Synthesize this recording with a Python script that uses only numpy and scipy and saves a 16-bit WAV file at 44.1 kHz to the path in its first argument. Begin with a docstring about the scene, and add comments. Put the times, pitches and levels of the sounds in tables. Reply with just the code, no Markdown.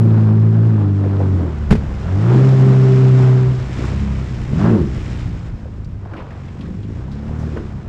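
"""On calm open water, aboard a jet ski. Its four-cylinder engine drones, eases off, something thumps the hull,
and it revs up again. The scene then dissolves into an engine at a low burbling idle, with one blip of throttle.
The engine is a stack of sine tones plus noisy exhaust pulses. The jet wash hisses astern as bubbles on noise,
small waves slap the hull as short noise bursts, gas gurgles up through the water and a low rumble lies
underneath."""
import sys
import numpy as np
from scipy import signal
from scipy.fft import rfft, irfft, next_fast_len
from scipy.io import wavfile
from scipy.ndimage import uniform_filter1d

SR = 44100
rng = np.random.default_rng(int(sys.argv[2]) if len(sys.argv) > 2 else 0)


def to_wav(s):
    """Save 16-bit WAV."""
    ch = np.atleast_2d(s).T  # columns
    pcm = np.round(np.clip(ch, -1, 1) * 32767)  # PCM
    wavfile.write(sys.argv[1], SR, pcm.astype(np.int16))


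N = 347508  # length in samples


def from_db(db):
    """Turn decibels into a gain."""
    return 10 ** (np.asarray(db) / 20)


def rms_one(x):
    """Scale a sound to unit power."""
    return x / np.sqrt(np.mean(x ** 2) + 1e-20)


def in_time(rows):
    """Draw each column of a table as a curve through time, one value per sample."""
    seconds, *columns = np.transpose(rows)
    return [np.interp(np.arange(N) / SR, seconds, column) for column in columns]


def at_hz(spectrum, hz):
    """Read a spectrum's dB at these frequencies."""
    points, db = np.transpose(spectrum)
    return np.interp(np.log(hz), np.log(points), db)


def swell(s, width_s):
    """Rise smoothly to 1 and fall again around time s."""
    return np.exp(-0.5 * ((np.arange(N) / SR - s) / width_s) ** 2)


def drift(rate_hz):
    """Wander slowly at random around 0 with spread 1: smoothed noise, made at every 40th sample."""
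    r = np.exp(-80 * np.pi * rate_hz / SR)
    noise = rng.standard_normal(N // 40 + 2002)
    slow = signal.lfilter([1], [1, -2 * r, r * r], noise)[2000:]  # skip the filter's start
    return np.interp(np.arange(N) / 40, np.arange(len(slow)), rms_one(slow))


def coloured(x, spectrum):
    """Give a steady sound a spectrum, at unit power."""
    size = next_fast_len(N)
    bins_hz = np.maximum(np.arange(size // 2 + 1) * SR / size, 1)
    shaped = rfft(x, size) * from_db(at_hz(spectrum, bins_hz))
    return rms_one(irfft(shaped, size)[:N])


def resonate(x, hz, width_hz):
    """Pass a sound through a resonance whose peak gain is 1."""
    r = np.exp(-np.pi * width_hz / SR)
    top = np.array([1, 0, -1]) * (1 - r * r) / 2
    return signal.lfilter(top, [1, -2 * r * np.cos(2 * np.pi * hz / SR), r * r], x + 1e-18)


def ring(clicks, hz, t60):
    """Let each unit click start a sine of height 1 that dies by 60 dB in t60 seconds."""
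    r, w = 1000 ** (-1 / (t60 * SR)), 2 * np.pi * hz / SR
    return signal.lfilter([0, np.sin(w)], [1, -2 * r * np.cos(w), r * r], clicks + 1e-18)


def add(out, s, sound):
    """Mix a short sound in at time s."""
    at = int(s * SR)
    out[at:at + len(sound)] += sound[:N - at]


def burst(t60, rise_s):
    """Make noise that swells quickly and dies away."""
    t = np.arange(SR // 2) / SR
    return rng.standard_normal(len(t)) * (1 - np.exp(-t / rise_s)) * 1000 ** (-t / t60)


# How the low rumble rises and falls. Each row: time in seconds, level in dB before the 3 dB lift below.
RUMBLE_LEVEL = [(0, -41.5), (1.1, -43), (1.75, -26), (2.15, -30.5), (2.6, -45.5), (3.9, -32.5),
                (4.9, -27.5), (6.5, -40), (7.6, -35)]
# The colour of the low rumble. Each row: frequency in Hz, strength in relative dB.
RUMBLE_COLOUR = [(10, -14), (25, -2.5), (38, 0), (60, 2), (100, 1.5), (250, -16), (800, -70)]


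def rumble():
    """Low, lumpy rumble: low noise whose level wanders."""
    rumble_db, = in_time(RUMBLE_LEVEL)
    return from_db(rumble_db + 3.0 + 2.6 * drift(21.0)) * coloured(rng.standard_normal(N), RUMBLE_COLOUR)


def bubbles(per_s, low_hz, high_hz, cycles, spread_db, count=20):
    """Bubbles of random size and pitch, each ringing a few cycles, at unit power."""
    sizes = from_db(spread_db * np.minimum(rng.exponential(1, N), 4)) * rng.choice([-1, 1], N)
    chance = per_s * from_db(4 * drift(7)) / SR  # bubbles come thicker and thinner
    clicks = sizes * (rng.random(N) < chance)
    dealt = rng.integers(0, count, N)  # which pitch each bubble gets
    out = 0
    for k, hz in enumerate(np.geomspace(low_hz, high_hz, count)):
        out = out + hz * ring(clicks * (dealt == k), hz, cycles / hz)
    return rms_one(out)


# The colour of the churned water. Each row: frequency in Hz, strength in relative dB.
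CHURN_COLOUR = [(200, -6), (450, 5), (700, 2.5), (1000, 0.5), (1500, -3.5), (2200, -16.5), (3200, -21),
                (5000, -24), (9000, -48.5)]
# The colour of the fine spray. Each row: frequency in Hz, strength in relative dB.
SPRAY_COLOUR = [(900, 8.5), (2000, 8.5), (3000, 2.5), (4000, -1.5), (4700, -4), (5150, -1.5), (6200, -6.5),
                (7400, -6.5), (8300, -14.5), (9200, -21), (11200, -30.5), (12500, -32.5), (15500, -36)]
# The spray of the wake. Each row: time in seconds, level in dB before the swells and the 4 dB lift below.
WAKE_SPRAY = [(0.03, -56), (0.9, -54), (2.08, -46.5), (2.47, -42.5), (3.19, -41.5), (3.36, -45),
              (5.21, -51.5), (5.54, -59.5), (6.06, -61), (6.35, -55), (7.09, -56.5), (7.52, -50.5),
              (7.85, -57)]
# Swells of the churned water and spray.
# Each row: time of the peak in seconds, width in seconds, extra churning in dB, extra spray in dB.
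WASH_SWELLS = [(.2, 0.083, 3.5, 1.5), (1.14, 0.055, 4.5, -1), (1.8, 0.31, 5.5, -1), (2.4, 0.19, 2.5, 1),
               (3.32, 0.091, 2, 2.5), (3.85, .08, 6, 4.5), (4.15, 0.38, 3.5, 3), (4.63, 0.048, 6.5, 3.5),
               (5.15, 0.36, 2.5, 6), (6.15, 0.059, 11.5, -1), (6.31, 0.11, 10, -1.5),
               (6.58, 0.13, 5.5, 1.5)]
# The jet churns harder as the engine turns faster: base level, at this many firings per second, and slope.
CHURN_DB, CHURN_AT_HZ, CHURN_DB_PER_OCTAVE = -37.5, 98.9, 13


def wash(rate, throb):
    """Churned water and fine spray: bubbles on hiss that pulses with the firings and swells now and then."""
    churn_db = CHURN_DB + CHURN_DB_PER_OCTAVE * np.log2(rate / CHURN_AT_HZ)
    spray_db, = in_time(WAKE_SPRAY)
    for s, width_s, more_churn_db, more_spray_db in WASH_SWELLS:
        rise = swell(s, width_s)
        churn_db = churn_db + more_churn_db * rise
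        spray_db = spray_db + more_spray_db * rise
    churn_hiss = rng.standard_normal(N) * (1 + 0.25 * throb)
    big_bubbles = bubbles(900, 358, 3620, cycles=9.3, spread_db=-0.5)
    churn = coloured(churn_hiss + 0.57 * big_bubbles, CHURN_COLOUR)
    spray_hiss = rng.standard_normal(N) * (1 + 0.13 * throb)
    small_bubbles = bubbles(2500, 2000, 9900, cycles=6.8, spread_db=3.5)
    spray = coloured(spray_hiss + 0.5 * small_bubbles, SPRAY_COLOUR)
    churn = from_db(churn_db + 0.23 * drift(39)) * churn
    return churn + from_db(spray_db + 4.0 + 0.5 * drift(57)) * spray


# Waves slapping and splashing. Each row: start in seconds, level in dB before the 2 dB cut below,
# bubble pitch in Hz, time to die by 60 dB in seconds.
WAVE_SLAPS = [(1.036, -25.5, 550, 0.087), (1.2, -23, 700, 0.18), (3.839, -27.5, 1070, 0.092),
              (4.601, -29, 1090, 0.31), (5.655, -28, 433, 0.056), (5.845, -42, 4360, 0.04),
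              (6.052, -27.5, 730, 0.052), (6.135, -27, 1290, 0.044), (6.165, -40, 2250, 0.29),
              (6.201, -30, 900, 0.036), (6.305, -40, 1780, 0.13), (6.481, -39, 2200, 0.072),
              (6.609, -38.5, 2940, 0.091), (6.654, -37, 1660, 0.079), (6.83, -46, 2980, 0.13),
              (7.115, -45, 4005, 0.16), (7.29, -33.5, 643, 0.11), (7.39, -51, 5450, 0.42),
              (7.429, -26.5, 680, .05), (7.564, -16.5, 420, 0.081), (7.571, -21, 1240, 0.031)]


def slaps():
    """Each wavelet throws a short splash of noise around the pitch of its bubbles."""
    out = np.zeros(N)
    for s, db, hz, t60 in WAVE_SLAPS:
        width_hz = 0.59 * hz
        splash = burst(t60, rise_s=0.0008)
        splash = resonate(resonate(splash, hz, width_hz), hz, width_hz)
        make_up = np.sqrt(SR / width_hz / 2)  # a narrow resonance lets less noise through
        add(out, s, from_db(db - 2.0) * make_up * splash)
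    return out


# Exhaust gas gurgling up through the water.
# Each row: time of the peak in seconds, width in seconds, level in dB, bubble pitch in Hz.
GAS_RUSHES = [(1.06, 0.021, -31, 480), (1.215, .025, -28.5, 475), (1.44, 0.044, -25, 329),
              (2.36, 0.044, -22, 328), (4.55, 0.039, -20.5, 156), (4.755, 0.065, -17.5, 344),
              (4.97, 0.11, -31, 170), (6.15, 0.026, -35.5, 320), (6.68, 0.12, -30, 163),
              (7.59, 0.041, -31.5, 339)]
GURGLE_WIDTH = 0.31  # width of each resonance as a share of the bubble pitch
GURGLE_THROB = 0.6  # depth of the firing pulse


def gurgles(throb):
    """Each rush of gas is a cloud of big bubbles: noise near one pitch that pulses with the firings."""
    out = 0
    for s, width_s, db, hz in GAS_RUSHES:
        gas = rng.standard_normal(N) * (1 + GURGLE_THROB * throb)
        width_hz = GURGLE_WIDTH * hz
        cloud = resonate(resonate(gas, hz, width_hz), hz, width_hz)
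        loudness = np.sqrt(uniform_filter1d(cloud ** 2, size=SR // 20) + 1e-12)
        out = out + from_db(db) * swell(s, width_s) * cloud / loudness
    return out


# Blows on the hull. Each row: start in seconds, strength of the thump in dB,
# strength of the crack in dB before its filters.
BLOWS = [(1.7069, -14, -21.5), (1.712, -0.5, -37), (1.718, -8, -24.5), (1.727, 0.5, -29),
         (1.753, -7.5, -33)]
# The notes the struck hull rings with. Each row: pitch in Hz, level in dB, time to die by 60 dB in seconds.
HULL_NOTES = [(62.4, -9, 0.18), (111, -22, 0.087), (175, 0, 0.076), (218, -10.5, 0.16), (327, -20.5, 0.15),
              (413, -8.5, 0.054), (535, -18, 0.02), (746, -41, 0.035)]


def thump():
    """A clattering blow: a bright crack of noise on top of the hollow ring of the hull."""
    clicks, crack = np.zeros(N), np.zeros(N)
    for s, thump_db, crack_db in BLOWS:
        add(clicks, s, from_db([thump_db]))
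        add(crack, s, from_db(crack_db) * burst(t60=0.077, rise_s=0.00067))
    body = sum(from_db(db) * ring(clicks, hz, t60) for hz, db, t60 in HULL_NOTES)
    bright = 2.43 * resonate(crack, 1500, 830)
    bright += 2.75 * resonate(crack, 1900, 670)
    bright += 0.083 * resonate(crack, 5700, 2300)
    soften = signal.butter(2, 7500, fs=SR, output="sos")
    return body + signal.sosfilt(soften, bright)


# How strongly the hull radiates an engine tone passing each pitch. Each row: frequency in Hz, gain in dB.
HULL_RADIATION = [(45, -26.5), (55, -14), (68, -1.5), (86, -2), (112, 0.7), (135, 0.5), (153, -1.5),
                  (170, 5), (192, -4), (203, 6.5), (218, 6.5), (232, -1), (250, -3.5), (272, -0.5),
                  (300, 1.5), (332, -15), (372, 2), (392, 4), (432, 1), (510, -13), (590, -7)]


def drone(rate, orders, bright, waver_db, side_waver_db, wobble):
    """Engine tones radiated by the hull; the firing tone wavers least, the others also scale with bright."""
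    firings, out = np.cumsum(rate) / SR, 0
    for multiple, db in orders:
        gain, depth_db = (1, waver_db) if multiple == 1 else (bright, side_waver_db)
        turn = 2 * np.pi * (multiple * firings + rng.random()) + wobble * depth_db * drift(13.2)
        level_db = db + at_hz(HULL_RADIATION, multiple * rate) + depth_db * drift(7.5)
        out = out + gain * from_db(level_db) * np.sin(turn)
    return np.sqrt(2) * out


# Resonances of the exhaust box and hull. Each row: pitch in Hz, width in Hz, relative level in dB.
EXHAUST_BOX = [(109, 65, -0.5), (207, 70, 4.5), (320, 80, 2), (379, 70, 0), (524, 156, -12.5)]


def rasp(firings, uneven_db, gas):
    """Each firing sends an uneven pulse and a puff of gas through the exhaust box; the level is evened out."""
    fired = np.diff(np.floor(firings), prepend=0) > 0
    strength_db = uneven_db * np.clip(rng.standard_normal(N), -2, 2)
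    pulses = rms_one(fired * from_db(strength_db))
    puffs = rms_one(rng.standard_normal(N) * np.exp(-3 * (firings % 1)))
    box = 0
    for k, (hz, width_hz, db) in enumerate(EXHAUST_BOX):
        sign = (-1) ** k  # neighbouring resonances have opposite signs
        box = box + sign * from_db(db) * resonate(pulses + gas * puffs, hz, width_hz)
    return box / np.sqrt(uniform_filter1d(box ** 2, size=SR // 10) + 1e-12)


# The engine under way. Each row: time in seconds, firings per second, engine level in dB.
RUN_COURSE = [(0.03, 112, -11), (0.27, 107.9, -12.5), (0.69, 112.4, -12), (0.85, 100.2, -14),
              (1.16, 98.0, -15), (1.34, 93, -13), (1.52, 75.6, -21.5), (1.94, 66.2, -23),
              (2.01, 67.9, -23.5), (2.07, 85, -19.5), (2.18, 100.4, -14.5), (2.25, 115, -14),
              (2.35, 128.9, -10), (2.44, 132, -11.5), (2.86, 130.2, -10.5), (3.33, 127.5, -10.5)]
# The engine idling, before the blip. 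Each row: time in seconds, firings per second, engine level in dB.
IDLE_COURSE = [(3.5, 67.06, -19.5), (3.78, 60.03, -21), (4.02, 69.68, -20), (4.42, 60.1, -23),
               (5.08, 61.56, -22.5), (5.6, 54.8, -29.5), (6.2, 46.92, -29), (6.65, 44.64, -27),
               (6.93, 56, -22.5), (7.12, 69, -27.5), (7.44, 78.44, -24.5), (7.7, 69.73, -31),
               (7.88, 61.04, -29)]
# Unequal cylinders add tones between the main ones. These are the tones under way.
# Each row: multiple of the firing rate, level in dB before the hull colours it.
RUN_TONES = [(.5, -24.5), (.75, -28), (1, 0.5), (1.25, -29), (1.5, -13.5), (1.75, -35.5), (2, -12.5),
             (2.25, -31.5), (2.5, -25.5), (3, -15), (3.5, -25.5), (4, -26.5), (4.5, -30), (5, -25.5)]
# The same at idle. Each row: multiple of the firing rate, level in dB before the hull colours it.
IDLE_TONES = [(.5, -11), (1, 1), (1.5, -7), (2, -4.5), (2.5, -15.5), (3, -10), (3.5, -24), (4, -22),
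              (5, -22.5), (6, -31)]
# The exhaust barks when the throttle moves or its outlet dips under.
# Each row: time of the peak in seconds, width in seconds, extra rasp in dB.
BARKS = [(.05, .1, 6), (.8, .05, 4.5), (1.06, 0.024, 6), (1.22, .05, 7), (1.44, 0.066, 9.5),
         (1.86, 0.086, 8), (2.33, 0.096, 8), (2.65, 0.14, 8), (3.82, 0.045, 8.5), (4.53, 0.028, 7),
         (4.75, 0.11, 9.5), (6.68, 0.082, 5), (7.5, 0.21, 6.5)]
RUN_RASP_DB, IDLE_RASP_DB = -16, -11.5  # exhaust rasp against the engine level, before the barks
FADE_START_S, FADE_END_S = 3.3, 3.78  # the drone gives way to the idle
# One flick of the throttle at idle: time, width, extra firings per second, extra level.
BLIP_S, BLIP_WIDTH_S, BLIP_RISE_HZ, BLIP_DB = 4.69, 0.085, 56, 6


def engine():
    """Tones and exhaust rasp under way, then at a burbling idle; also returns the firing rate and its throb."""
    idle_on = np.clip((np.arange(N) / SR - FADE_START_S) / (FADE_END_S - FADE_START_S), 0, 1)
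    run_on = 1 - idle_on
    bark_db = sum(db * swell(s, width_s) for s, width_s, db in BARKS)

    run_rate, run_db = in_time(RUN_COURSE)
    run_firings = np.cumsum(run_rate) / SR
    run = drone(run_rate, RUN_TONES, bright=np.sqrt(run_on), waver_db=-0.5, side_waver_db=1.7, wobble=0.11)
    run += from_db(RUN_RASP_DB + bark_db) * rasp(run_firings, uneven_db=4.0, gas=1.12)

    idle_rate, idle_db = in_time(IDLE_COURSE)
    blip = swell(BLIP_S, BLIP_WIDTH_S)
    idle_rate = idle_rate + BLIP_RISE_HZ * blip
    idle_db = idle_db + BLIP_DB * blip
    idle_firings = np.cumsum(idle_rate) / SR
    idle = drone(idle_rate, IDLE_TONES, bright=0.86, waver_db=1.4, side_waver_db=2.5, wobble=0.11)
    idle += from_db(IDLE_RASP_DB + bark_db) * rasp(idle_firings, uneven_db=4.0, gas=1.0)

    motor = run_on * from_db(run_db) * run + idle_on * from_db(idle_db) * idle
    rate = run_on * run_rate + idle_on * idle_rate
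    throb = run_on * np.cos(2 * np.pi * run_firings) + idle_on * np.cos(2 * np.pi * idle_firings)
    return motor, rate, throb


def scene():
    """Add all the sources; everything is close by, and open water gives no echo."""
    motor, rate, throb = engine()  # first, because the water follows its rate and throb
    water = wash(rate, throb) + slaps() + gurgles(throb)
    return (rumble() + water + thump() + motor)[None]


def record(dry):
    """Peaks stop at full scale and the treble above 15.7 kHz is cut."""
    top_cut = signal.cheby2(12, 70, 15700, fs=SR, output="sos")
    return signal.sosfilt(top_cut, np.clip(dry, -1, 1))


dry = scene()
out = record(dry)
to_wav(out)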